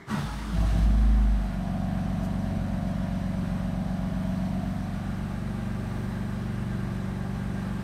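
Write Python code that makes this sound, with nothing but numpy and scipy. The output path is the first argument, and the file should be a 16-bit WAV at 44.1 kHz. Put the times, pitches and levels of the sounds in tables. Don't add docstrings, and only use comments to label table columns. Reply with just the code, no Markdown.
import sys
import numpy as np
from scipy import signal
from scipy.fft import rfft, irfft
from scipy.io import wavfile
from scipy.ndimage import uniform_filter1d

SR = 44100
rng = np.random.default_rng(int(sys.argv[2]) if len(sys.argv) > 2 else 0)


def unload_audio(sound):
    columns = np.transpose(np.atleast_2d(sound))
    steps = np.round(np.clip(columns, -1, 1) * 32767)
    wavfile.write(sys.argv[1], SR, steps.astype(np.int16))


def gain_from_db(level_db):
    decades = np.asarray(level_db, float) / 20
    return 10 ** decades


N = 345303
TIME = np.arange(N) / SR

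# (frequency [Hz], density [dB per Hz])
QUIET = [(40, -9), (180, -5), (260, -15), (400, -7), (460, -23), (1000, -17.5), (1600, -21.5), (2100, -20),
         (2600, -32), (4200, -34), (15600, -55)]
QUIET_DB = -47

# (time [s], peak level [dB], length [s])
RUBS = [
    (4.15, -73, .3),
    (4.5, -73, .35),
    (5.6, -73, .9),
]
# (frequency [Hz], density [dB per Hz])
FIZZ = [(9000, -25), (12000, -7), (13500, 0), (15800, -4)]
# (time [s], peak level [dB], length [s])
RUSTLES = [(2.225, -56.5, .05), (2.6, -68, .03), (2.87, -64, .06), (4.25, -68, .04), (4.37, -68, .02),
           (4.46, -66, .02), (4.66, -69, .1), (5.64, -67, .04), (6.02, -67, .05), (6.94, -66, .02),
           (7.78, -66, .05)]
# (frequency [Hz], density [dB per Hz])
SWISH = [(2500, -20), (5000, -1), (9000, -3), (13000, -8), (15700, -10)]

# (frequency [Hz], density [dB per Hz])
BAY_NEAR = [(250, -42), (420, -61), (496, -8), (543, -12.5), (713, -8), (881, -9), (1070, -8.5),
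            (1370, -11.5), (1690, -11.5), (2690, -20), (2910, -19), (5910, -28), (7420, -33), (8370, -30),
            (15800, -43)]
# (frequency [Hz], density [dB per Hz])
BAY_FAR = [(250, -32), (420, -17), (460, -4.5), (511, 2.5), (692, -6), (842, 2.5), (964, -2), (1160, 0.5),
           (1280, -2.5), (1640, -2), (2540, -10.5), (3990, -15.5), (7760, -24.5), (8500, -22), (15800, -35)]
# (frequency [Hz], width [Hz], level near [dB], level farther back [dB])
DUCTS = [(406, 72, -17.5, -9), (675, 124, -3, -8.5), (803, 12, -20.5, -15), (961.5, 11, -11, -34),
         (1092, 7.8, -16.5, -20), (1184, 21, -15.5, -14), (1436, 5.5, -15, -17), (1588, 26, -37, -11.5),
         (1660, 260, -12, -17.5), (3960, 140, -20.5, -22), (5890, 40, -24.5, -27), (8420, 1150, -22.5, -22),
         (11640, 760, -25.5, -27)]
BAY_DB, BAY_FAR_DB = -48.5, 1.27
SURGE_DB, SURGE_S = 15, 0.14
FLARE_DISTANCE, FLARE_DUCT_DB = 0.28, -1

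# (frequency [Hz], density [dB per Hz])
GRIND = [(260, -23), (450, -8), (501, -11), (640, -8), (734, -8), (817, -7), (982, -5.5), (1060, -9),
         (1140, -5), (1340, -4.5), (2800, -20.5), (3640, -40), (6160, -120)]
# (frequency [Hz], density [dB per Hz])
BRUSHES = [(1470, -35), (2500, -12), (2680, -6.5), (3750, -5), (5010, -10), (6550, -12), (7130, -16.5),
           (8970, -13.5), (10400, -18.5), (12500, -24), (15800, -28)]
# (frequency [Hz], width [Hz], level [dB])
BODY_MODES = [(100, 49, -3.5), (146, 32, -3), (173.6, 22.5, -4.5), (207, 18, -2), (273.6, 40, -8),
              (295, 34, -12.5)]
# (first touch [dB], cranking [dB], extra while biting [dB], sag [dB/s], extra per firing [dB])
GRIND_DB = (-62, -41, 5, -0.5, -16)
HISS_DB = (-70, -48, 2.5, -4.5, -2.3)
SHUDDER_DB = (-56, -31, 3, -3, 7)
ENGAGE_S, BITE_S, BITE_HOLD_S, BITE_FADE_S = .066, 0.11, 0.21, 0.048
RELEASE_S, RELEASE_DB = (.84, .89), -6.5

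# (time [s],
# peak level [dB], frequency [Hz], length [s])
KNOCKS = [(.005, -55, 2157, .07), (.076, -29.5, 114, 0.02), (.08, -43, 940, .015), (.08, -37, 1410, .008),
          (.093, -31, 1138, 0.056), (.113, -21.5, 207, 0.064), (.14, -25.5, 146, 0.15),
          (.15, -39, 632, .05), (.178, -18, 200.6, 0.0146), (.19, -55, 2180, 0.11),
          (.288, -32.5, 139, 0.13), (.512, -22, 172.1, 0.095), (.62, -21, 151.5, 0.018),
          (.716, -20.5, 142, 0.033), (2.45, -66, 127.5, .23), (4.466, -37, 910, .007),
          (7.14, -41, 54.4, 0.19), (7.5, -38, 55.4, 0.26)]
# (time [s], peak level [dB], frequency [Hz], length [s])
WHINES = [
    (0.09, -38, 970, 0.087),
    (0.25, -42, 846, 0.13),
    (0.353, -46, 944, 0.098),
    (0.438, -55, 997, 0.081),
]
# (frequency multiple [1], level [dB])
WHINE_PARTIALS = [(1, 3.5), (1.52, -5), (1.991, -3)]
# (time [s], thump level [dB], manifold ring level [dB], length [s])
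FIRINGS = [
    (0.551, -21, -37.5, 0.071),
    (.612, -28, -33, 0.055),
    (0.709, -24, -37.5, 0.087),
    (0.797, -33, -42, 0.037),
    (0.857, -28, -47, .06),
    (0.924, -31.5, -41, 0.05),
]
# (frequency [Hz], level [dB])
THUMP = [(98, -0.27), (168, -1.4)]
THUMP_LONGER_S = 0.057
# (frequency [Hz], level [dB])
RING = [(538, -15), (660, 1), (798, -2.5)]

# (frequency [Hz], density [dB per Hz])
RUMBLE = [(18, -9), (36, -9), (52, -4), (75, -13), (110, -9), (200, -1), (250, -10), (300, -9), (380, -12),
          (450, -22), (600, -32)]
RUMBLE_IDLE_DB, RUMBLE_FLARE_DB, RUMBLE_CATCH_DB = -45., -47., 5.
STUMBLE_S, STUMBLE_SPREAD_S, STUMBLE_DB = 2.6, 0.16, 3.5

# (time [s], rate [Hz])
SPEED = [(0.5, 7.003), (0.7, 7.597), (0.9, 8.593), (1.0, 8.823), (1.2, 8.689), (1.6, 7.682), (1.8, 7.814),
         (2.4, 7.785), (2.8, 7.756), (3.2, 7.733), (4.1, 7.733), (4.7, 7.836), (5.5, 8.079), (6.0, 8.011),
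         (6.3, 8.106), (6.7, 7.968), (7.0, 7.929), (7.5, 8.037)]
# (multiple of the cycle [1], level in the flare [dB], near the dash [dB], farther back [dB])
ORDER_DB = [(7, -59.8, -43.0, -46.6), (9, -51.4, -54.1, -50.2), (12, -46.5, -37.0, -39.8),
            (15, -41.5, -45.1, -38.3), (18, -47.0, -41.0, -42.1), (21, -53.1, -38.8, -43.4),
            (24, -34.0, -34.1, -36.6), (27, -42.7, -39.6, -42.4), (30, -47.6, -43.3, -49.6),
            (33, -59.1, -46.5, -59.1), (36, -65.9, -53.2, -59.6), (39, -56.0, -62.9, -63.0),
            (42, -66.8, -59.2, -55.4), (45, -60.4, -67.7, -54.9), (48, -74.0, -61.1, -56.4),
            (66, -58.7, -65.1, -61.7), (69, -78.6, -60.9, -72.5), (72, -62.0, -55.5, -62.1),
            (75, -63.8, -59.3, -66.2), (78, -66.4, -62.6, -61.9), (81, -59.9, -54.4, -61.8),
            (84, -66.3, -52.6, -66.2), (87, -54.1, -63.4, -71.3), (90, -70.0, -51.9, -66.7),
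            (93, -70.9, -60.9, -63.4), (96, -71.3, -53.7, -70.5), (99, -74.9, -63.4, -63.2),
            (105, -74.9, -58.5, -65.1)]
SPREAD = [(.1501, -1.0103, 1.5655, .726, 1.7525, -2.8833, .0839),
          (4.0905, -.0921, -.8878, -1.7596, 3.4014, -4.4254, -.1234)]
BETWEEN, LOUDEST = range(13, 39), 25
BETWEEN_DB, SLOPE_DB = (-56, -49, -53), 1.1
# (time [s], level [dB])
BOOM = [(.2, -62), (.255, -35), (.44, -36), (.53, -32), (.6, -23), (.8, -24.5), (.835, -19), (.92, -21),
        (1.1, -19), (1.33, -21.5), (1.53, -34), (1.7, -37), (7.1, -43), (7.75, -43.5)]
BOOM_HZ, BOOM_FAR_DB = 53.0, 1.2
CATCH_S, REGULAR_S, UNSTEADY_DB = 0.58, 0.875, -33
FLARE_DB = 1
SETTLE_S, SETTLE_DIP_DB = (1.19, 1.44), -4.5
MOVE_S = (4.63, 5.33)


def evened(x):
    return x / np.sqrt(np.mean(x ** 2) + 1e-20)


def curves(rows):
    s, *columns = np.transpose(rows)
    return [np.interp(TIME, s, c) for c in columns]


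def ramp(start, end):
    return np.clip((TIME - start) / (end - start), 0, 1)


def swell(start, length):
    return np.sin(np.pi * ramp(start, start + length))


def noise(points, patchy_db):
    f, db = np.transpose(points)
    hz = np.fft.rfftfreq(2048, 1 / SR)
    a, b, patches = rng.standard_normal((N // 512 + 5, 1025, 3)).T
    patches = uniform_filter1d(patches, size=20, axis=0)
    patches = evened(uniform_filter1d(patches, size=8, axis=1))
    colour_db = np.interp(np.log(hz + 1), np.log(f + 1), db, left=-70, right=-70)
    spectra = (a + 1j * b) * gain_from_db(colour_db[:, None] + patchy_db * patches)
    return evened(signal.istft(spectra, nperseg=2048, noverlap=1536)[1][:N])


def resonate(x, hz, width):
    band = [hz - width / 2, hz + width / 2]
    sos = signal.butter(1, band, "bandpass", fs=SR, output="sos")
    return evened(signal.sosfilt(np.vstack([sos, sos]), x))


def drift(rate):
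    knots = np.arange(0, N / SR + 1, 1 / 50)
    waves = np.zeros(len(knots))
    for f in rate * np.geomspace(.08, 1, 16):
        waves += np.sin(2 * np.pi * (f * knots + rng.random())) / np.sqrt(f)
    return np.interp(TIME, knots, evened(waves))


def quiet_cabin():
    return gain_from_db(QUIET_DB - 15 * ramp(.1, .2)) * noise(QUIET, 1.5)


def rubs():
    return noise(FIZZ, 1.5) * sum(gain_from_db(db) * swell(s, length) for s, db, length in RUBS)


def rustles():
    return noise(SWISH, 2.7) * sum(gain_from_db(db) * swell(s, length) for s, db, length in RUSTLES)


def state():
    settled = ramp(*SETTLE_S)
    dip = settled * (1 - ramp(SETTLE_S[1], SETTLE_S[1] + 0.32))
    running_db = UNSTEADY_DB * (1 - ramp(CATCH_S, REGULAR_S))
    running_db += FLARE_DB * (1 - settled) + SETTLE_DIP_DB * dip
    return running_db, settled, ramp(*MOVE_S)


def bay(cycles):
    _, settled, distance = state()
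    flaring = ramp(.85, 1.) * (1 - settled)
    distance = np.clip(distance + FLARE_DISTANCE * flaring, 0, 1)
    near = gain_from_db(1.5) * noise(BAY_NEAR, 0.77)
    far = gain_from_db(1.0) * noise(BAY_FAR, 0.47)
    wide = np.sqrt(1 - distance) * near + np.sqrt(distance) * far
    ducts = np.zeros(N)
    for hz, width, near_db, far_db in DUCTS:
        duct_db = near_db + distance * (far_db - near_db)
        ducts += gain_from_db(duct_db) * resonate(rng.standard_normal(N), hz, width)
    puffs = evened(1 + .15 * np.cos(2 * np.pi * 3 * cycles) + .15 * np.cos(2 * np.pi * 12 * cycles))
    surge_db = SURGE_DB * np.exp(-np.maximum(TIME - CATCH_S, 0) / SURGE_S)
    level_db = BAY_DB + BAY_FAR_DB * distance + surge_db + .35 * drift(8.0)
    return ramp(.5, .81) * gain_from_db(level_db) * (wide + puffs * gain_from_db(FLARE_DUCT_DB * flaring) * ducts)


def cranking(touch_db, crank_db, bite_db, sag_db, jolt_db):
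    after_bite = np.maximum(TIME - BITE_HOLD_S, 0)
    bite = np.exp(-after_bite / BITE_FADE_S)
    jolts = sum(swell(s, length) for s, _, _, length in FIRINGS)
    loaded_db = crank_db + bite_db * bite + sag_db * after_bite + jolt_db * jolts
    loaded_db += RELEASE_DB * ramp(*RELEASE_S)
    return touch_db + (loaded_db - touch_db) * np.sqrt(ramp(ENGAGE_S, BITE_S))


def starter():
    on = ramp(.065, .0726) * (1 - ramp(.99, 1.2))
    impulses = rng.standard_normal(N) * (rng.random(N) < 350 / SR)
    body = evened(sum(gain_from_db(db) * resonate(impulses, hz, width) for hz, width, db in BODY_MODES))
    shaking = gain_from_db(cranking(*SHUDDER_DB) - 6.0) * body * (1 - ramp(.92, .98))
    roughness = evened(1 + 0.14 * drift(41.0))
    grind = gain_from_db(cranking(*GRIND_DB) - 2.5) * noise(GRIND, 1.5) * roughness * (1 - ramp(.58, .75))
    hiss = gain_from_db(cranking(*HISS_DB) - 0.5) * noise(BRUSHES, 1.4)
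    return on * (grind + hiss + shaking)


def tones():
    whines = [(s, db + d, hz * k, length) for s, db, hz, length in WHINES for k, d in WHINE_PARTIALS]
    thumps = [(s, db + d, hz, length + THUMP_LONGER_S) for s, db, _, length in FIRINGS for hz, d in THUMP]
    rings = [(s, db + d, hz, length) for s, _, db, length in FIRINGS for hz, d in RING]
    return KNOCKS + whines + thumps + rings


def knocks_and_whines():
    out = np.zeros(N)
    waver = 0.0098 * drift(24.27)
    flutter = gain_from_db(2.5 * evened(uniform_filter1d(rng.standard_normal(N), size=350)))
    for s, db, hz, length in tones():
        envelope = np.sin(np.pi * ramp(s, s + length) ** 0.95)
        turns = np.cumsum(hz * (1 + waver)) / SR + rng.random()
        out += gain_from_db(db - 4.0) * envelope * np.sin(2 * np.pi * turns)
    return flutter * out


def rumble():
    level_db = RUMBLE_FLARE_DB + RUMBLE_CATCH_DB * (1 - ramp(.6, 1.2))
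    level_db += (RUMBLE_IDLE_DB - RUMBLE_FLARE_DB) * ramp(1.2, 1.6)
    level_db += STUMBLE_DB * np.exp(-((TIME - STUMBLE_S) / STUMBLE_SPREAD_S) ** 2)
    return ramp(.53, 0.74) * gain_from_db(level_db) * noise(RUMBLE, 2.6)


def orders():
    between = [(k, *(np.array(BETWEEN_DB) - SLOPE_DB * abs(k - LOUDEST))) for k in BETWEEN if k % 3]
    return ORDER_DB + between


def phase_of(k, distance):
    bank = k / 3
    near, far = np.dot(SPREAD, [1, bank, bank ** 2, k % 6 == 3, k % 3 == 1, k % 3 == 2, bank ** 3])
    return near + distance * np.angle(np.exp(1j * (far - near)))


def boom(cycles, speed, distance):
    held = np.cumsum(np.maximum(BOOM_HZ - 6 * speed, 0) * (TIME < .95)) / SR
    level_db = curves(BOOM)[0] + BOOM_FAR_DB * distance
    turns = 6 * cycles + held - held[-1]
    return gain_from_db(level_db) * np.cos(2 * np.pi * turns + phase_of(6, distance))


def engine(cycles, speed):
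    running_db, settled, distance = state()
    out = boom(cycles, speed, distance)
    for k, flare, near, far in orders():
        wobble_db = (.7 + 1.4 * (k % 3 > 0) + .022 * k + .4 * distance) * drift(2.5)
        idle_db = near + distance * (far - near)
        level_db = running_db + flare + settled * (idle_db - flare) + wobble_db
        phase = phase_of(k, distance) + .004 * k * drift(7.0)
        out += gain_from_db(level_db) * np.cos(2 * np.pi * k * cycles + phase)
    return np.sqrt(2) * out


def scene():
    speed = curves(SPEED)[0]
    cycles = np.cumsum(speed) / SR
    handling = rubs() + rustles()
    starting = starter() + knocks_and_whines()
    running = bay(cycles) + rumble() + engine(cycles, speed)
    return (quiet_cabin() + handling + starting + running)[None]


def roll_off(x):
    return signal.sosfilt(signal.butter(12, 15700, fs=SR, output="sos"), x)


def record(dry):
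    hz = np.fft.rfftfreq(N, 1 / SR)
    dip_db = -5.5 * np.exp(-((hz - 10470) / 280) ** 2)
    heard = irfft(rfft(dry) * gain_from_db(dip_db), N)
    return roll_off(heard)


dry = scene()
out = record(dry)
unload_audio(out)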